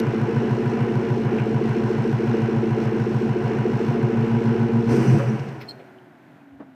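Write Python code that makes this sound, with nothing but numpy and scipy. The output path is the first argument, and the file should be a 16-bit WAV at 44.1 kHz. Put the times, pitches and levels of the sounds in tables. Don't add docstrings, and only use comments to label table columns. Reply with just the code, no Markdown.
import sys
import numpy as np
from scipy import signal
from scipy.fft import rfft, irfft
from scipy.io import wavfile
from scipy.ndimage import uniform_filter1d

SR = 44100
rng = np.random.default_rng(int(sys.argv[2]) if len(sys.argv) > 2 else 0)


def volts_from_decibels(level):
    exponent = np.asarray(level, float) / 20
    return 10 ** exponent


def log_audio(samples):
    frames = np.atleast_2d(samples).T
    limited = np.clip(frames, -1, 1)
    pcm = np.round(limited * 32767).astype(np.int16)
    wavfile.write(sys.argv[1], SR, pcm)


N = 297665

# time in seconds, firing rate in Hz.
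IDLE = [(0, 54.78), (0.55, 53.98), (1.1, 53.8), (1.6, 55.05), (2.0, 54.61), (2.5, 55.48), (3.2, 54.51),
        (3.95, 54.08), (4.2, 56.79), (4.75, 57.03), (4.9, 57.87)]
LOAD_OFF_S, IGNITION_OFF_S, CUT_TAKES_S = 4.1, 4.89, .004


def level(x, db):
    return x * volts_from_decibels(db) / np.sqrt(np.mean(x ** 2))


def band(x, hz, width):
    return signal.lfilter(*signal.iirpeak(hz, hz / width, SR), x)


def ring(x, modes):
    total = 0
    for k, (hz, width, db) in enumerate(modes):
        total = total + (-1) ** k * volts_from_decibels(db) * band(x, hz, width) * hz / width
    return total


def coloured(spectrum):
    hz, db = np.transpose(spectrum)
    f = np.fft.rfftfreq(N, 1 / SR) + 1
    gain = volts_from_decibels(np.interp(np.log(f), np.log(hz), db, -90, -90))
    return level(irfft(rfft(rng.standard_normal(N)) * gain, N), 0)


def walk(rate):
    k = int(SR / rate)
    held = np.repeat(rng.standard_normal(N // k + 1), k)
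    return uniform_filter1d(uniform_filter1d(held, k), k)[:N]


def curve(rows):
    s, *columns = np.transpose(rows)
    return [np.interp(np.arange(N) / SR, s, c) for c in columns]


def burst(at, rise, fall):
    t = np.arange(N) / SR - at
    return np.exp(np.where(t < 0, t / rise, -t / fall))


def step(at, takes):
    return .5 + .5 * np.tanh((np.arange(N) / SR - at) / takes)


def engine():
    # mode in Hz, width in Hz, level in dB.
    chuff_modes = [(971, 13.6, 2), (723, 18, -1), (1498, 52, -2.6)]
    hz = speed()
    firing = 8 * .99 + np.cumsum(hz) / SR
    boom_db, drone_db, rasp_db, clatter_db, hiss_db = layer_levels(hz)
    pulses = strokes(hz, firing)
    boom, drone, rasp, bark = exhaust(pulses, hz)
    chuff = level(ring(np.roll(pulses[0], int(.012 * SR)), chuff_modes), 0)
    clatter, valves = valve_gear(hz, firing)
    pipes = volts_from_decibels(boom_db) * boom + volts_from_decibels(drone_db + 0.37) * drone + volts_from_decibels(rasp_db + 2.5) * rasp
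    hard = volts_from_decibels(clatter_db) * (clatter + volts_from_decibels(-11) * bark + volts_from_decibels(-11.5) * chuff)
    return pipes + breath(hz, firing) + hard + volts_from_decibels(hiss_db) * valves


def speed():
    drag_hz_per_s, rest_hz = 60, 3.2
    idle_hz, = curve(IDLE)
    since_cut = np.maximum(np.arange(N) / SR - IGNITION_OFF_S, 0)
    return np.maximum(idle_hz - drag_hz_per_s * since_cut, rest_hz)


def layer_levels(hz):
    # idle level in dB, change without load in dB, change at the cut in dB,
    # dB lost per halving of speed.
    layers = [
        (-23.5, 1.5, -7.5, 6.5),
        (-23, -2, -5, 9.5),
        (-27.5, -4, 3.5, 18),
        (-32, 0, 6.5, 9),
        (-59.5, -1.5, 5.5, 8),
    ]
    # time in seconds, length in seconds,
    # then boom, drone and rasp in dB above the run-down level.
    gulps = [(4.918, 0.0066, 8, 10.5, -2), (4.99, 0.075, 10.5, 15, 12.5), (5.091, 0.025, 12.5, 16, -0.5),
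             (5.141, 0.035, 19.5, 7, 6), (5.174, 0.029, 13, 13.5, 10), (5.273, 0.051, 16.5, 5, 5),
             (5.326, 0.034, 7, 14.5, 5), (5.392, 0.042, 16, -2, 7.5), (5.491, 0.041, 13, 12.5, -3),
             (5.568, 0.028, 9, -6, 15), (5.628, 0.011, 8, -7, 2)]
    t = np.arange(N) / SR
    cut, unloaded = step(IGNITION_OFF_S, CUT_TAKES_S), step(LOAD_OFF_S, .05)
    halvings = np.log2(IDLE[-1][1] / hz) + np.maximum(t - 5.8, 0) * 4
    db = np.array([idle + free * unloaded + cut * (jump - loss * halvings)
                   for idle, free, jump, loss in layers])
    for s, length, *swell_db in gulps:
        db[:3] += np.outer(swell_db, np.exp(-((t - s) / length) ** 2))
    return db


def strokes(hz, firing):
    # boom, drone, rasp and bark in dB.
    loaded = [(-21, -3.5, -8, -10.5), (-9, -8, -4.5, -16), (-14, -5.5, -8, -3.5), (1.5, -5, -19, -10.5),
              (-5.5, -25, -19.5, -10), (-16.5, -5, -21.5, 0), (-21.5, -10, -14.5, 0), (-20, -24, -0.5, -9)]
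    # boom, drone, rasp and bark in dB.
    unloaded = [(-15.5, -17, -10, -12.5), (-19.5, -0.5, 0, -11), (-11.5, -11.5, -25, -8.5),
                (-1.5, -4.5, -24, -7.5), (-7.5, -4.5, -29, -3), (-2, 0.5, -19, -4), (-12, -7.5, -12, -9),
                (-33.5, -27, -1, -8.5)]
    at = np.flatnonzero(np.diff(np.floor(firing)) > 0)
    cylinder = np.floor(firing[at + 1]).astype(int) % 8
    chance = rng.standard_normal((400, 5))[:len(at)]
    jitter_s = np.where(at < IGNITION_OFF_S * SR, .0001, .002) * chance[:, 4]
    at = np.clip(at + (jitter_s * SR).astype(int), 0, N - 1)
    burning = (at < IGNITION_OFF_S * SR)[:, None]
    under_load = (at < LOAD_OFF_S * SR)[:, None]
    pattern_db = np.where(under_load, np.array(loaded)[cylinder], np.array(unloaded)[cylinder])
    pattern_db = pattern_db * np.where(burning, 1, .3) - 6 * ~burning
    ragged_db = np.where(burning, .9, 2.5) * chance[:, :4]
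    size = volts_from_decibels(pattern_db + ragged_db) * np.sqrt(55 / hz[at])[:, None]
    pulses = np.zeros((4, N))
    pulses[:, at] = size.T
    return pulses


def exhaust(pulses, hz):
    # centre in Hz, width in Hz, level in dB.
    boom_modes = [(121, 13, 0), (143, 11, -3)]
    drone_modes = [(234.35, 5.5, 8), (218.4, 12, 0), (251.7, 26, -2.5), (193.2, 9.2, 3)]
    rasp_modes = [(330.3, 14.7, -2), (360.4, 8.7, 5.5), (426.7, 29, 2.5), (460.4, 12.3, 0),
                  (404, 30, -24.5)]
    bark_modes = [(558.6, 31, 0.5), (700.5, 14.6, -7), (800, 22, -1.5), (851, 8.7, -4.5), (997.4, 63, 1.5)]
    # centre in Hz, width in Hz, level in dB.
    boom_cold = [(127.2, 7.8, -1.5)]
    puff = .012 * coloured([(60, 0), (1200, 0)])
    share = np.array([[.03], [.08], [.1], [.06]])
    gas = pulses + share * puff * np.clip(55 / hz, 1, 4) ** 1.2
    gas = signal.sosfilt(signal.butter(4, 1200, fs=SR, output="sos"), gas)
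    gas[0] = np.roll(band(gas[0], 128, 36), int(.004 * SR))
    others = [pipe(g, modes, cooled(modes))
              for g, modes in zip(gas[1:], (drone_modes, rasp_modes, bark_modes))]
    return [pipe(gas[0], boom_modes, boom_cold), *others]


def cooled(modes):
    return [(hz * .93, width, db) for hz, width, db in modes]


def pipe(gas, hot, cold):
    cut = step(IGNITION_OFF_S + 0.091, 0.039)
    return level(ring(gas * (1 - cut), hot) + ring(gas * cut, cold), 0)


def breath(hz, firing):
    gain = volts_from_decibels(-32 + 5 * step(IGNITION_OFF_S, CUT_TAKES_S))
    return gain * np.sin(2 * np.pi * firing) * (hz / 55) ** .7 * step(5.4, -.08)


def valve_gear(hz, firing):
    # frequency in Hz, density in dB per Hz.
    clatter_spectrum = [(280, -4), (480, -0.5), (505, -14), (563, -5.5), (618, -17), (713, -6.5),
                        (844, -15.5), (983, -12.5), (1200, -17.5), (1510, -14), (1820, -18.5),
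                        (2940, -23.5), (3600, -46), (4680, -63), (7920, -120)]
    valve_spectrum = [(1940, -49.5), (3300, 4), (3820, 0.5), (4210, 3), (4720, -3), (5330, 1.5), (6020, -2),
                      (6930, -9), (8560, -12), (11000, -24), (14000, -18), (15200, -24)]
    seating = np.exp(3 * (np.cos(2 * np.pi * (firing - .9)) - 1))
    tick = 1 + 0.69 * seating * np.clip(hz / 55, 0, 1) ** 2
    clatter = volts_from_decibels(1.18 * walk(9)) * (1 + 0.21 * tick) * coloured(clatter_spectrum)
    valves = volts_from_decibels(1.2 * walk(20)) * tick * coloured(valve_spectrum)
    return level(clatter, 0.2), level(valves, 5.5)


def air():
    # frequency in Hz, density in dB per Hz.
    rush = [(2650, -32), (4500, -4.5), (6020, 0), (6800, -12), (8550, -8), (9960, -17), (15200, -22.5)]
    flutter = volts_from_decibels(-47 + 1.8 * walk(45))
    return flutter * step(IGNITION_OFF_S, 0.012) * burst(5.04, 3., 0.2) * coloured(rush)


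def squeaks():
    # time in seconds, level in dB, rise in seconds, fall in seconds.
    rubs = [
        (5.693, -34, .005, .006),
        (5.709, -41, .004, .008),
        (5.74, -67, .01, .09),
    ]
    # centre in Hz, width in Hz, level in dB.
    part_modes = [(4220, 160, 0), (5250, 200, -17), (3176, 150, -19), (7400, 300, -24), (8400, 600, -21),
                  (12770, 900, -25), (4500, 200, -13)]
    rub = 0
    for hz, width, db in part_modes:
        narrow = band(band(rng.standard_normal(N), hz, width), hz, width)
        rub = rub + volts_from_decibels(db) * level(narrow, 0)
    return rub * sum(volts_from_decibels(db) * burst(s, rise, fall) for s, db, rise, fall in rubs)


def knocks():
    # time in seconds, level in dB, centre in Hz, width in Hz, fall in seconds.
    blows = [(.001, -35, 3240, 5300, 0.0019), (.001, -44, 13000, 10000, 0.0026),
             (1.386, -38, 2430, 880, 0.023), (5.078, -45, 6030, 400, 0.011),
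             (5.13, -57, 8200, 500, 0.021), (5.2, -57, 3300, 850, 0.01), (5.199, -33, 1320, 900, .01),
             (5.2, -23, 539, 39.6, 0.027), (5.294, -50, 5800, 340, 0.013),
             (5.398, -51, 4500, 3000, 0.0037), (5.49, -57, 4000, 4000, 0.0056),
             (5.45, -41, 38.89, 30, .15),
             (5.615, -44, 1760, 1800, 0.021), (5.614, -54, 4170, 500, 0.015),
                (5.614, -64, 13800, 1500, .018), (5.614, -68, 10800, 700, 0.014),
                (5.614, -56, 5230, 500, 0.02), (5.8, -42, 490, 170, .018), (5.8, -54, 1980, 1500, 0.015),
                (5.986, -63, 3000, 696, .006), (6.41, -62, 2480, 300, .009), (6.52, -52, 70, 50, .05),
                (6.602, -46, 193, 140, 0.052), (6.605, -36, 267, 200, 0.012),
                (6.605, -45.5, 800, 930, 0.022), (6.624, -51, 690, 260, .013)]
    noise = rng.standard_normal(N)
    total = 0
    for s, db, hz, width, fall in blows:
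        strike = burst(s, 0.0068, fall) * level(band(noise, hz, width), db + 5.5)
        total = total + band(band(strike, hz, width), hz, 1.7 * width)
    return total


def far_machine():
    # time in seconds, pitch in Hz, level in dB.
    falling = [(5.55, 400, -70), (5.75, 390, -53), (5.95, 376, -52), (6.1, 358, -55), (6.22, 325, -63),
               (6.36, 292, -56), (6.42, 285, -49), (6.55, 272, -50), (6.75, 262, -51)]
    hz, db = curve(falling)
    gain = volts_from_decibels(db + 3 + 2.5 * walk(25))
    return gain * np.sin(2 * np.pi * np.cumsum(hz * (1 + .01 * walk(40))) / SR)


def street():
    # frequency in Hz, density in dB per Hz.
    wash = [(12, -75), (20, -50.5), (80, -27.5), (103, -7), (156, -2.5), (195, -6), (237, 0.5), (359, -7.5),
            (487, -16), (679, -6.5), (1220, -19.5), (1480, -13), (4870, -40), (10300, -47.5), (15200, -45)]
    swell_db = 9 * burst(5.72, 1., 0.66)
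    return volts_from_decibels(swell_db + walk(10)) * level(coloured(wash), -54.4)


def scene():
    return (engine() + air() + squeaks() + knocks() + far_machine() + street())[None]


def top_cut(x):
    return signal.sosfilt(signal.butter(12, 15360, fs=SR, output="sos"), x)


def record(dry):
    mix = signal.sosfilt(signal.butter(3, 100, "high", fs=SR, output="sos"), dry)
    mix = mix + volts_from_decibels(-84) * coloured([(20, 0), (45, 0), (90, 3)])
    mix = mix + volts_from_decibels(-90) * rng.standard_normal(N)
    mix = np.tanh(1.3 * mix) / 1.3
    return top_cut(mix)


dry = scene()
out = record(dry)
log_audio(out)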